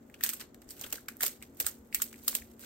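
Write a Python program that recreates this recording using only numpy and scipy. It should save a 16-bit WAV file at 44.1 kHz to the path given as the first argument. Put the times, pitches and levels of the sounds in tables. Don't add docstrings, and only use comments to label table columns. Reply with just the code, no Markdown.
import sys
import numpy as np
from scipy import signal
from scipy.fft import rfft, irfft, next_fast_len
from scipy.io import wavfile
from scipy.ndimage import uniform_filter1d

SR = 44100
rng = np.random.default_rng(int(sys.argv[2]) if len(sys.argv) > 2 else 0)


def invert_db(level):
    return 10 ** (np.asarray(level, dtype=float) / 20)


def store_pcm(level_fs):
    pcm = np.round(np.clip(level_fs, -1, 1) * 32767).astype(np.int16)
    wavfile.write(sys.argv[1], SR, np.atleast_2d(pcm).T)


N = 116865


def unit(x):
    return x / np.sqrt(np.mean(x ** 2) + 1e-20)


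def along(points, hz):
    point_hz, value = np.transpose(points)
    return np.interp(np.log(hz + 1), np.log(point_hz + 1), value)


def filtered(x, response):
    n = x.shape[-1]
    m = next_fast_len(n + 4096)
    return irfft(rfft(x, m) * response(np.fft.rfftfreq(m, 1 / SR)), m)[..., :n]


def bell(hz, centre_hz, octaves):
    return np.exp(-(np.log2((hz + 1) / centre_hz) / octaves) ** 2)


def sides(left_db):
    return invert_db([[left_db], [-left_db]])


def add(out, s, x):
    k = round(s * SR)
    out[:, k:k + x.shape[1]] += x[:, :N - k]
    return out


def paired(x, alike):
    def angle(hz):
        return np.arccos(np.clip(along(alike, hz), -1, 1)) / 2
    mid, side = filtered(x, lambda hz: np.array([np.cos(angle(hz)), np.sin(angle(hz))]))
    return np.array([mid + side, mid - side])


def patchy(n, fade):
    patch_db = 3
    hz, t, z = signal.stft(rng.standard_normal((2, n)), SR, nperseg=64)
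    field = uniform_filter1d(rng.standard_normal(z.shape[1:]), size=4, axis=0)
    field = uniform_filter1d(field, size=5, axis=1)
    z = z * invert_db(patch_db * unit(field)) * fade(hz, t)
    return signal.istft(z, SR, nperseg=64)[1][:, :n]


# pitch_hz, level_db (per Hz)
HISS_COLOUR = [(710, -34.5), (1200, -7.5), (1950, -10), (2390, -17.5), (4980, -25.5), (7510, -14.5),
               (9620, -48), (12100, -21), (15800, -22.5)]


def hiss():
    noise = rng.standard_normal((2, N))
    return invert_db(-72.5) * unit(filtered(noise, lambda hz: invert_db(along(HISS_COLOUR, hz))))


# pitch_hz, level_db (per Hz)
RUMBLE_COLOUR = [(15, -54), (30, -24), (41, -13), (130, -14.5), (170, -16.5), (250, -14.5), (420, -14),
                 (1500, -35.5), (3300, -120)]
# pitch_hz, likeness (0 to 1)
RUMBLE_ALIKE = [(60, 1), (250, 0.76), (700, 0.41), (1500, 0.1)]
# pitch_hz, level_db, width_hz
MOTOR_LINES = [
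    (77, -73, 3.3),
    (229.1, -63.5, 1.63),
    (260, -62, 43.4),
    (370.3, -70.5, 3),
]


def fridge():
    noise = filtered(rng.standard_normal((2, N)), lambda hz: invert_db(along(RUMBLE_COLOUR, hz)))
    hum = invert_db(-60) * unit(paired(noise, RUMBLE_ALIKE))
    for pitch_hz, db, width_hz in MOTOR_LINES:
        line = filtered(rng.standard_normal(N), lambda hz: 1 / (1 + ((hz - pitch_hz) / width_hz) ** 2))
        hum = hum + invert_db(db) * unit(line)
    return hum * sides(.8)


# start_s (of the peak), level_db, pitch_hz
STOVE_THUDS = [
    (0.679, -56, 45),
    (0.808, -54, 131),
    (0.982, -67, 68),
    (1.399, -57, 70.6),
    (1.651, -47.5, 74.4),
    (1.801, -54.5, 65),
    (1.99, -55, 52.3),
    (2.418, -51.5, 59.4),
    (2.493, -55, 70),
]


def stove():
    swing_s = 0.012
    t = np.arange(N) / SR
    out = np.zeros(N)
    for s, db, pitch_hz in STOVE_THUDS:
        swell = np.exp(-((t - s) / swing_s) ** 2)
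        out += invert_db(db) * swell * np.sin(2 * np.pi * pitch_hz * (t - s))
    return out * sides(.7)


# pitch_hz, level_db (per Hz)
PHONE_COLOUR = [(300, -31), (900, -18), (1500, -10), (5500, -9.5), (8500, -3), (10300, -16), (12000, -2),
                (15500, -8)]
# pitch_hz, level_db
LEFT_OVER_RIGHT = [(300, -25), (1200, 4), (3800, 1.3), (8000, -0.4), (15000, -5.5)]


def phone(hz):
    dip_db = -14.5 * np.exp(-((hz - 9530) / 197) ** 2)
    lean_db = along(LEFT_OVER_RIGHT, hz) * np.array([[.5], [-.5]])
    return invert_db(along(PHONE_COLOUR, hz) + dip_db + lean_db)


# pitch_hz, lead_radians
LEFT_LEADS = [(500, 0), (1100, .6), (2200, .4), (4500, .9), (7000, 3), (10500, 7), (13000, 10), (16500, 14)]


def late(hz):
    return np.exp(1j * along(LEFT_LEADS, hz) * np.array([[.5], [-.5]]))


# pitch_hz, likeness (0 to 1)
CLOSE_ALIKE = [(400, 0.87), (1400, 0.56), (2500, 0.32), (5000, 0.19)]
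# start_s, level_db
RUSTLE_PRESSURE = [(0, -74.5), (.18, -69.5), (.23, -49), (0.422, -56.5), (.48, -86), (.67, -67),
                   (.72, -57.5), (.85, -46.5), (1.03, -66), (1.19, -77), (1.32, -57.5), (1.5, -71),
                   (1.64, -57.5), (1.88, -69), (2.0, -70), (2.25, -54), (2.584, -68), (2.604, -48)]


def rustle():
    grains_per_s, grain_db, blur_t60_s = 220, 4.5, 0.033
    wash = .9
    s, db = np.transpose(RUSTLE_PRESSURE)
    size = np.minimum(rng.exponential(size=N), 3)
    grains = (rng.random(N) < grains_per_s / SR) * invert_db(grain_db * size)
    fall = invert_db(-60 * np.arange(SR // 20) / SR / blur_t60_s)
    blur = signal.fftconvolve(grains, fall)[:N]
    x = paired(patchy(N, lambda hz, t: 1) * (wash + unit(blur)), CLOSE_ALIKE)
    x = unit(filtered(x, lambda hz: phone(hz) * late(hz)))
    return x * invert_db(np.interp(np.arange(N) / SR, s, db))


# pitch_hz, t60_s
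FOIL_RING = [(1000, 0.072), (4000, 0.053), (14000, 0.058)]
# pitch_hz, t60_s
KITCHEN_DECAY = [(1000, 0.24), (4000, 0.25), (14000, 0.19)]


def tail():
    def dying(t60s, hz, t):
        fall = invert_db(-60 * t / along(t60s, hz)[:, None])
        return fall / np.sqrt(t60s[1][1] * SR / 14)

    def fade(hz, t):
        return np.hypot(invert_db(-2.5) * dying(FOIL_RING, hz, t), invert_db(-6.5) * dying(KITCHEN_DECAY, hz, t))
    return patchy(SR // 3, fade)


def burst(out, s, db, length_ms, colour, lead_db, wet_db):
    lead = SR // 40
    creak_s, rise_over_fall = .009, 0.42
    crease_db, splinter_db, patch_db = 1.8, 2.6, 2
    t = (np.arange(SR // 3) - lead) / SR
    wide = np.clip(length_ms, .4, 8) / 1000

    def lumpy(depth_db, size):
        lumps = np.repeat(rng.standard_normal(len(t) // size + 1), size)
        return invert_db(depth_db * lumps[:len(t)])

    u = (t - rise_over_fall * wide) / wide
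    shape = np.exp(-(1.19 * u / np.where(u < 0, rise_over_fall, 1)) ** 2)
    shape = shape + invert_db(lead_db) * np.exp(-np.abs(u) * wide / creak_s)
    snap = rng.standard_normal((2, len(t))) * lumpy(crease_db, size=14) * shape
    patches = list(zip(np.geomspace(700, 16000, num=14), patch_db * rng.standard_normal(14)))
    snap = filtered(snap, lambda hz: invert_db(along(patches, hz)))

    answer = np.pad(invert_db(wet_db) * tail()[:, :-lead], ((0, 0), (lead, 0)))
    swell = np.clip(t / wide / 1.14, 0, 1) ** 2 * lumpy(splinter_db, size=60)
    x = snap / np.linalg.norm(snap[0]) + answer * swell
    x = filtered(paired(x, CLOSE_ALIKE), lambda hz: colour(hz) * late(hz))
    x = x / np.sqrt(np.mean(x[:, :2 * lead] ** 2)) * invert_db(db - 11)
    return add(out, s - lead / SR, x)


# start_s, level_db (peak), pitch_hz
PALM_THUMPS = [
    (.81, -52.5, 696),
    (.84, -50.5, 425),
    (.925, -45.5, 480),
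    (1.232, -40, 487),
    (1.602, -48.5, 484),
    (1.667, -51.5, 627),
    (2.28, -48, 450),
    (2.351, -49, 590),
]


def palm():
    out = np.zeros((2, N))
    for s, db, pitch_hz in PALM_THUMPS:
        def colour(hz):
            return bell(hz, pitch_hz, octaves=.7) * sides(.8)
        out = burst(out, s, db + 2, 2.85, colour, lead_db=-40, wet_db=7.5)
    return out


# start_s, level_db (peak), pitch_hz, length_ms
DOUGH_SMACKS = [(0.302, -39, 2040, 2), (1.417, -50, 1980, 1.5), (1.4254, -42.5, 2270, 1),
                (0.144, -50, 4730, 1.2), (0.236, -27, 2530, 1.7), (.408, -40, 4340, 3.5),
                (0.706, -40.5, 4860, 2.7), (.69, -45, 5500, 2.3), (0.329, -41, 1300, 4.2),
                (1.667, -33.5, 1520, 6.2), (1.686, -51, 2800, 0.96), (1.929, -45.5, 4370, 0.66),
                (2.001, -44, 3140, 1.3), (2.129, -48.5, 2270, 1.2), (2.282, -48, 5760, 2),
                (.812, -36.5, 5900, 1.1), (0.099, -51, 1900, 0.97), (0.142, -42, 2780, 0.49),
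                (0.1434, -47, 1590, 0.53), (0.208, -35, 1570, 3.7), (.209, -39.5, 2640, 1.7),
                (0.236, -25, 1740, 1.2), (0.621, -54.5, 1820, 1.7), (0.8395, -32, 3020, 1.5),
                (0.842, -35.5, 1460, 1.8), (.978, -39.5, 1590, 6.4), (1.083, -34.5, 2200, 2.7),
                (1.085, -31.5, 1530, 3.1), (1.207, -29.5, 1740, 1.1), (1.3, -59, 1890, 1.5),
                (1.927, -37.5, 2250, 0.94), (1.946, -25.5, 2230, 1.5), (1.949, -33, 4500, 0.88),
                (1.999, -37, 1290, 4.6), (2.142, -44, 2010, 0.79), (2.279, -26, 4600, 3.6),
                (2.28, -33.5, 1350, 1.4), (2.35, -30, 3270, 4.2), (2.419, -42.5, 2010, 4.5),
                (2.634, -42.5, 1730, 5.8)]


def dough():
    out = np.zeros((2, N))
    for s, db, pitch_hz, length_ms in DOUGH_SMACKS:
        def colour(hz):
            return bell(hz, pitch_hz, octaves=.38) * sides(1.5) + invert_db(-10) * phone(hz)
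        out = burst(out, s, db - 5.5, length_ms, colour, lead_db=-40, wet_db=-4.5)
    return out


# start_s, level_db (peak), tilt_db (per octave), length_ms, creak_db (before the snap)
FOIL_SNAPS = [(0.2366, -13.5, 2, 1.6, -44), (0.263, -25.5, -0.5, 1.3, -20), (0.2914, -19.5, 2.5, 0.49, -47),
              (0.333, -25.5, 2.5, 4.4, -6.5), (.707, -33.5, 3.5, 1.1, -1), (0.8116, -32, 2, 3.3, -22),
              (0.9254, -22, 1, 2.5, -38), (1.084, -31, -0.2, 2.7, -40), (1.2074, -25, 2, 1.5, -16),
              (1.2325, -16, 0.5, 1.3, -11), (1.2627, -17.5, 2, 2.4, -10), (1.6006, -17, 2, 3.3, -24),
              (1.665, -17, 3.5, 1.44, -15), (1.9458, -16, 2.5, 2.2, -24), (2.0186, -16, 3, 2.9, -21),
              (2.2794, -13.5, 3.5, 2.25, -22.5), (2.3507, -17.5, 2.5, 1.4, -16)]
# start_s, level_db (peak), tilt_db (per octave), length_ms
FOIL_TICKS = [(0.191, -54, -9, 1.8), (1.2282, -21, 6, 0.68), (1.546, -55, 5, 2.6), (1.569, -47, 4, 3),
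              (1.644, -39.5, -6.5, 3.5), (1.962, -49, 1, 1.3), (2.159, -50, -1.5, 1.2),
              (2.334, -50, 4, 1.2), (2.5645, -81, 7, 0.71), (2.607, -62, 11, 1.5),
              (0.3964, -41.5, -3.5, 4.4), (.404, -38, -2.5, 1.8), (.41, -36.5, -3.5, 3.2),
              (0.4253, -47, 5, 0.62), (0.439, -54, -4, 1.7), (0.545, -48, -2.5, 0.98),
              (0.618, -49.5, -1.3, 1.7), (0.69, -49.5, -1, 2), (.719, -59, 9, 1.5), (0.8037, -47, -1, 3.2),
              (0.8631, -42.5, -5.5, 2.5), (0.9156, -47, -4, 2.4), (0.9546, -35.5, -1, 3),
              (1.1688, -42, 6.5, 0.45), (1.2193, -33, -3.5, 0.81), (1.4242, -39, -2, 2.1),
              (1.686, -37, -1, 2.7), (2.1273, -43, -1, 3.3), (2.236, -40, 11, 1.7), (2.328, -41, -7.5, 3),
              (2.5945, -44, 4.5, 0.44)]


def foil():
    creases = [(*snap, 0) for snap in FOIL_SNAPS]
    for s, db, tilt_db, length_ms in FOIL_TICKS:
        wet_db = 1.5 + 5 * np.log2(min(length_ms / 2, 1))
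        creases.append((s, db, tilt_db, length_ms, -28, wet_db))
    out = np.zeros((2, N))
    for s, db, tilt_db, length_ms, creak_db, wet_db in creases:
        def colour(hz):
            return phone(hz) * invert_db(tilt_db * np.log2((hz + 300) / 6000))
        out = burst(out, s, db - 2, length_ms, colour, creak_db, wet_db)
    return out


def scene():
    return hiss() + fridge() + stove() + rustle() + palm() + dough() + foil()


def roll_off(x):
    return signal.sosfilt(signal.butter(12, 16970, fs=SR, output="sos"), x)


def record(dry):
    ceiling, top_hz, shelf_db = .42, 15800, -33
    soft = dry / (1 + np.abs(dry / ceiling) ** 3) ** (1 / 3)

    def top_band(hz):
        return invert_db(shelf_db * np.clip((hz - top_hz) / 250, 0, 1)) * (hz < 16850)
    kept = filtered(soft, top_band)
    return roll_off(kept)


dry = scene()
out = record(dry)
store_pcm(out)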